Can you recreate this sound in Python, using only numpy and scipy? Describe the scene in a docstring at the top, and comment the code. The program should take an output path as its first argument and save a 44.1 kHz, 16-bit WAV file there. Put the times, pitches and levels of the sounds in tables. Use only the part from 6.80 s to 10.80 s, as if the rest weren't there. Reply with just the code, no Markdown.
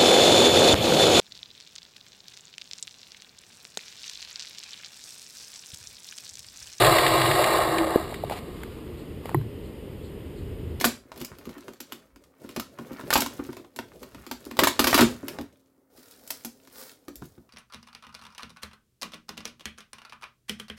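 """A bicycle brake pad grinds over a worn rim, catching on grit, duller and weaker as the wheel slows.
Friction rings the rim, makes the brake arm hum and shakes the fork. The bike knocks and scuffs as it
stops; lever and cable click, and a clunk rings the frame. A low outdoor rumble stays.
All is heard from a camera on the bike, whose case rings thinly and swallows a band of treble."""
import sys
import numpy as np
from scipy import signal
from scipy.fft import rfft, irfft
from scipy.io import wavfile

SR = 44100
rng = np.random.default_rng(int(sys.argv[2]) if len(sys.argv) > 2 else 0)


def output_pcm(signal):
    """Save a mono or channel-first signal as 16-bit PCM at the path in sys.argv[1].

    Samples are clipped to [-1, 1] before scaling.
    """
    pcm = np.clip(np.atleast_2d(signal).T, -1, 1) * 32767
    wavfile.write(sys.argv[1], SR, np.round(pcm).astype(np.int16))


N = 176400
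CASE_RISE_S = 0.0015

# middle rim modes: pitch_hz, width_hz, gain_db
RIM_MID_MODES = [(2257, 240, 1), (2730, 130, -1), (2862, 72, -0.5), (3270, 66, -7), (3397, 93, -5.5),
                 (3660, 69, -3.5), (3720, 58, -4.5), (3937, 104, 1), (4346, 30, -7.5), (4360, 44, -3.5),
                 (4580, 46, -5), (5300, 92, -6)]


def pad_rub():
    """Juddering pad friction rings the rim in three bands: grind, scrape, hiss."""
    # rub envelopes: time_s, grind_db, scrape_db, hiss_db
    levels = [(0, -20.5, -22.5, -32), (.03, -16.5, -24.5, -28.5), (.1, -18, -25, -30),
              (.25, -22.5, -27, -34), (.5, -23, -28.5, -34), (.75, -22, -30.5, -35), (.87, -24.5, -35, -39),
              (1.02, -27, -38.5, -41.5), (1.15, -28, -39.5, -44), (1.2, -32.5, -43.5, -47),
              (1.26, -41.5, -48, -54), (1.32, -40, -46, -50), (1.39, -49, -52, -59),
              (1.49, -46.5, -52, -57), (1.65, -49, -56, -60.5), (1.95, -63, -65, -72),
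              (2.3, -100, -100, -100)]
    # low rim and brake modes: pitch_hz, width_hz, gain_db
    low_modes = [(376, 27.6, -1), (497, 33, -3), (534.6, 31, 0), (621, 64, -1), (720, 49, 0.5),
                 (853, 80, -4), (1044, 32, -1.5), (1085.6, 27.5, 2.5), (1234.5, 84, -4), (1349, 48, -8),
                 (1654, 153, -9), (1846, 62, -6.5), (2140, 57, -10.5)]
    # broad scrape between the modes: freq_hz, gain_db
    scrape_spectrum = [(250, -30), (600, 6), (1250, 4.5), (1450, -10), (1900, 9), (2300, 2.5), (3100, -7.5),
                       (3500, 4), (4700, -1.5), (5400, -14), (8000, -2.5), (15000, -26.5)]
    judder_db = 0.19 * walk(rate_hz=120)
    friction = grains() * undb(judder_db)
    grind = unit(colour(body(friction, low_modes), [(220, -13.5), (350, 2.5), (2200, -2), (4000, -17)]))
    broad = unit(colour(friction, scrape_spectrum))
    scrape = unit(rings(friction, RIM_MID_MODES) + undb(-4) * broad)
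    hiss = rim_hiss(friction)
    return grind * curve(levels) + scrape * curve(levels, column=2) + hiss * curve(levels, column=3)


def grains():
    """Tiny catches of pad on rim, sparser as the wheel slows, down to a floor rate."""
    start_rate_hz, slowing_s, floor_share, log_spread = 12000, 1.7, 0.35, 0.16
    speed = np.maximum(1 - np.arange(N) / SR / slowing_s, floor_share)
    chance = start_rate_hz * speed / SR
    size = rng.standard_normal(N) * np.exp(log_spread * rng.standard_normal(N))
    return unit((rng.random(N) < chance) * size / np.sqrt(chance))


def rim_hiss(drive):
    """The rim's top modes, with a narrow hollow among them."""
    # top rim modes: pitch_hz, width_hz, gain_db
    top_modes = [(7540, 550, -3), (8076, 126, 2), (8470, 250, -6), (9240, 240, -2), (9910, 95, 0.5),
                 (10380, 150, 1), (11230, 53, -2), (11040, 38, 3), (11240, 100, -4), (13000, 160, 3.5),
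                 (13350, 83, 3), (13400, 150, 1), (14500, 450, -2), (15700, 360, 1)]
    # notch: freq_hz, gain_db
    hollow = [(11600, 3), (11820, -34), (12180, -31), (12380, 0.5)]
    return unit(colour(rings(drive, top_modes), hollow))


def grit():
    """Grit caught under the pad makes short rasps."""
    # catches: start_s, level_db
    catches = [(.02, -16.5), (0.046, -17), (0.065, -19), (0.183, -18), (0.263, -21), (.415, -22.5),
               (.457, -22.5), (0.512, -21), (.640, -21), (0.662, -34), (0.77, -26.5), (0.982, -24),
               (1.34, -35.5)]
    # rasp spectrum: freq_hz, gain_db
    spectrum = [(400, -24), (1200, -5.5), (1900, 6.5), (2900, 0.5), (4200, -2.5), (5400, -16), (9000, -8),
                (15000, -23)]
    rasp = shaped_noise(spectrum) + undb(-16.5) * rim_hiss(rng.standard_normal(N))
    return rasp * sum(undb(db) * swell(start_s, rise_s=0.0025) for start_s, db in catches)


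def arm_hum():
    """The brake arm hums under friction; pitch wanders, level flutters."""
    # pad grip: time_s, gain_db
    grip = [(0, -2), (.3, -0.5), (.8, -5.5), (1.0, 3.5), (1.16, -1.5), (1.24, -11), (1.45, -45)]
    pitch_hz = 331 * (1 + 0.0162 * walk(rate_hz=44.77))
    flutter_db = 3.5 * walk(rate_hz=35.5)
    cycles = np.cumsum(pitch_hz) / SR
    return undb(-31.5) * unit(np.sin(2 * np.pi * cycles) * undb(flutter_db)) * curve(grip)


def fork_shudder():
    """Braking shakes the fork's low modes."""
    # fork modes: pitch_hz, width_hz, gain_db
    modes = [(30, 17, -14.5), (120.5, 14, -1.5), (141.8, 8.7, -6.5)]
    # shudder envelope: time_s, level_db
    levels = [(0, -23), (.2, -35.5), (.33, -33), (.52, -30.5), (.66, -43), (.8, -38.5), (1.0, -47),
              (1.3, -65)]
    return mode_noise(modes) * curve(levels)


def mount_knocks():
    """Dead knocks pass through the mount and ring the camera case."""
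    # knocks: start_s, level_db, pitch_hz, rise_s, case_db
    knocks = [(1.158, -3, 404, 0.0023, -32.5), (1.324, -24.5, 726, 0.002, -56),
              (1.4365, -16, 643, 0.0025, -42), (1.497, -23.5, 790, 0.0026, -48),
              (1.5095, -19, 660, 0.0025, -45), (1.52, -24, 775, 0.0033, -46)]
    # case modes: pitch_hz, width_hz, gain_db
    case_modes = [(11340, 330, 7), (11700, 170, -10), (11900, 91, 0), (12700, 180, 1), (12950, 250, -1)]
    case = mode_noise(case_modes)
    return sum(undb(db) * ring(start_s, hz, rise_s, order=5)
               + undb(case_db) * case * swell(start_s, CASE_RISE_S)
               for start_s, db, hz, rise_s, case_db in knocks)


def scuff():
    """A gritty scuff rings the rim as the bike comes to rest."""
    # scuff envelope: time_s, level_db
    levels = [(1.4, -100), (1.49, -62), (1.5, -46), (1.508, -40), (1.525, -33.5), (1.545, -42),
              (1.59, -38.5), (1.605, -60), (1.7, -100)]
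    spectrum = [(250, -10), (700, 9), (1500, -6), (2900, -6), (5000, -14), (15000, -18)]
    rasp = unit(colour(grains() + rng.standard_normal(N), spectrum))
    rim = undb(-14) * rings(grains(), RIM_MID_MODES)
    return (rasp + rim) * curve(levels)


def lever_and_cable():
    """Lever and cable rustle as they move; each click is a noise crack and a short ring."""
    # clicks: start_s, crack_db, pitch_hz, ring_db
    clicks = [(1.3425, -33.5, 1840, -29), (1.4966, -30.5, 820, -51), (1.833, -31.5, 1480, -35),
              (2.456, -32.5, 650, -24.5), (2.4925, -32.5, 920, -23.5), (2.515, -45, 696, -30),
              (2.5461, -36, 880, -14.5), (2.613, -46, 1050, -38)]
    # rustle envelope: time_s, level_db
    rustle_levels = [(1.7, -62), (1.8, -50.5), (1.9, -55.5), (2.42, -62.5), (2.465, -47), (2.485, -49),
                     (2.52, -51), (2.545, -52), (2.58, -63), (2.8, -93)]
    crack = shaped_noise([(300, 3.5), (700, 3.5), (2200, -0.5), (4500, -15), (9000, -14), (15000, -12)])
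    spectrum = [(400, -20), (1100, 10), (1600, 0), (2900, -1), (4200, -6.5), (8000, -10), (15000, -12)]
    rustle = unit(colour(grains(), spectrum)) * curve(rustle_levels)
    return rustle + sum(undb(crack_db) * crack * swell(start_s, rise_s=0.0014)
                        + undb(ring_db) * ring(start_s, hz, rise_s=0.00095)
                        for start_s, crack_db, hz, ring_db in clicks)


def frame_clunk():
    """A jolt snaps and rings the frame; its low modes build late and beat."""
    # frame and fork modes: pitch_hz, level_db, rise_s
    modes = [(112.6, -25, 0.033), (141.4, -19.5, 0.019), (344, -16.5, 0.0047), (380, -33, 0.013),
             (1034, -25.5, .003), (1905, -25, 0.0013)]
    # bright snap: freq_hz, gain_db
    snap_spectrum = [(3000, -19), (7000, -32), (9000, -9), (11200, 4), (12800, 3), (14300, -6),
                     (15200, -18)]
    # faint metal after-ring: pitch_hz, width_hz, gain_db
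    tail_modes = [(4030, 120, -3), (11900, 260, 3)]
    start_s = 2.5452
    frame = sum(undb(db) * ring(start_s, hz, rise_s) for hz, db, rise_s in modes)
    snap = shaped_noise(snap_spectrum) * swell(start_s, CASE_RISE_S)
    tail = mode_noise(tail_modes) * swell(start_s, rise_s=0.022)
    return frame + undb(-33) * snap + undb(-53) * tail


def outdoors():
    """Low rumble under faint steady hiss; a deep boom swells late."""
    # outdoor air: freq_hz, gain_db
    spectrum = [(20, -21), (45, -4), (80, -2), (115, -3.5), (170, -5), (290, -6.5), (420, -3.5),
                (530, -13.5), (700, -23.5), (1050, -26.5), (1550, -32.5), (2000, -28.5), (2350, -32),
                (2900, -28), (4200, -40), (5300, -39), (8000, -43), (9400, -36), (10700, -51),
                (11600, -34.5), (12000, -35), (12450, -37), (13200, -54), (15000, -40.5)]
    # rumble envelope: time_s, level_db
    rumble_levels = [(0, -37.5), (1.4, -38.5), (2.1, -39), (2.7, -38.5), (3.3, -39.5), (3.9, -38.5),
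                     (4, -40)]
    # boom envelope: time_s, level_db
    boom_levels = [(0, -85), (2.0, -47), (2.8, -45.5), (3.4, -44.5), (3.85, -35.5), (4, -40.5)]
    air = shaped_noise(spectrum)
    rumble = signal.sosfiltfilt(signal.butter(2, 600, fs=SR, output="sos"), air)
    hiss = air - rumble
    boom = narrow_noise(hz=74.7, width_hz=66)
    return rumble * curve(rumble_levels) + undb(-39) * hiss + boom * curve(boom_levels)


def stirs():
    """Soft, short rustles in the surroundings."""
    # rustles: start_s, level_db
    rustles = [(2.16, -59.5), (2.82, -60.5), (3.22, -59), (3.55, -62)]
    # rustle spectrum: freq_hz, gain_db
    spectrum = [(2000, -25), (3300, -2), (4300, 7), (5500, -17), (7800, 2), (9500, -9), (14000, -28)]
    envelope = sum(undb(db) * swell(start_s, rise_s=0.033, order=2) for start_s, db in rustles)
    return shaped_noise(spectrum) * envelope


def undb(db):
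    """dB to amplitude."""
    return 10 ** (np.asarray(db) / 20)


def unit(x):
    """Scale to rms 1."""
    return x / np.sqrt(np.mean(x ** 2))


def curve(rows, column=1):
    """Gain over time from rows of time_s and dB columns."""
    rows = np.array(rows)
    return undb(np.interp(np.arange(N) / SR, rows[:, 0], rows[:, column]))


def walk(rate_hz):
    """Smooth random motion, rms 1."""
    knots = np.arange(N) / SR * rate_hz
    return unit(np.interp(knots, np.arange(N), rng.standard_normal(N)))


def colour(x, points):
    """Minimum-phase filter through points of freq_hz, gain_db."""
    hz, db = np.array(points).T
    bins_hz = np.maximum(np.arange(N + 1) * SR / (2 * N), 1)
    gain = undb(np.interp(np.log(bins_hz), np.log(hz), db))
    cepstrum = irfft(np.log(gain))
    cepstrum[1:N] *= 2
    cepstrum[N + 1:] = 0
    return irfft(rfft(x, 2 * N) * np.exp(rfft(cepstrum)))[:N]


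def band(x, hz, width_hz):
    """One resonance, gain 1 at its centre."""
    return signal.lfilter(*signal.iirpeak(hz, hz / width_hz, fs=SR), x)


def body(x, modes):
    """Modes driven together, neighbours in opposite sense."""
    return sum((-1) ** k * undb(db) * band(x, hz, width_hz) for k, (hz, width_hz, db) in enumerate(modes))


def rings(x, modes):
    """Modes driven in the same sense, with hollows between; rms 1."""
    return unit(sum(undb(db) * band(x, hz, width_hz) for hz, width_hz, db in modes))


def shaped_noise(points):
    """Noise shaped by points of freq_hz, gain_db; rms 1."""
    return unit(colour(rng.standard_normal(N), points))


def narrow_noise(hz, width_hz):
    """Noise through one resonance twice; rms 1."""
    return unit(band(band(rng.standard_normal(N), hz, width_hz), hz, width_hz))


def mode_noise(modes):
    """An independent noise band per mode; total rms 1."""
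    return unit(sum(undb(db) * narrow_noise(hz, 2 * width_hz) for hz, width_hz, db in modes))


def swell(start_s, rise_s, order=1):
    """Envelope peaking at 1 after rise_s; a higher order ends sooner."""
    envelope = np.zeros(N)
    span = np.arange(int(start_s * SR) + 1, min(int((start_s + 20 * rise_s) * SR), N))
    age = (span / SR - start_s) / rise_s
    envelope[span] = (age * np.exp(1 - age)) ** order
    return envelope


def ring(start_s, hz, rise_s, order=1):
    """A softly struck mode."""
    return swell(start_s, rise_s, order) * np.sin(2 * np.pi * hz * (np.arange(N) / SR - start_s))


def scene():
    """Brake, bike noises and background, in mono."""
    brake = pad_rub() + grit() + arm_hum() + fork_shudder()
    bike = mount_knocks() + scuff() + lever_and_cable() + frame_clunk()
    return (brake + bike + outdoors() + stirs())[None]


def record(dry):
    """The camera case hollows out the treble; a steep low-pass cuts the top."""
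    # case dip: freq_hz, gain_db
    dip = [(5000, 0.5), (5550, -10), (6000, -15), (6450, -10), (6900, -1)]
    cutoff_hz = 15200
    heard = np.array([colour(channel, dip) for channel in dry])
    return signal.sosfilt(signal.ellip(10, .2, 80, cutoff_hz, fs=SR, output="sos"), heard)


dry = scene()
out = record(dry)
output_pcm(out)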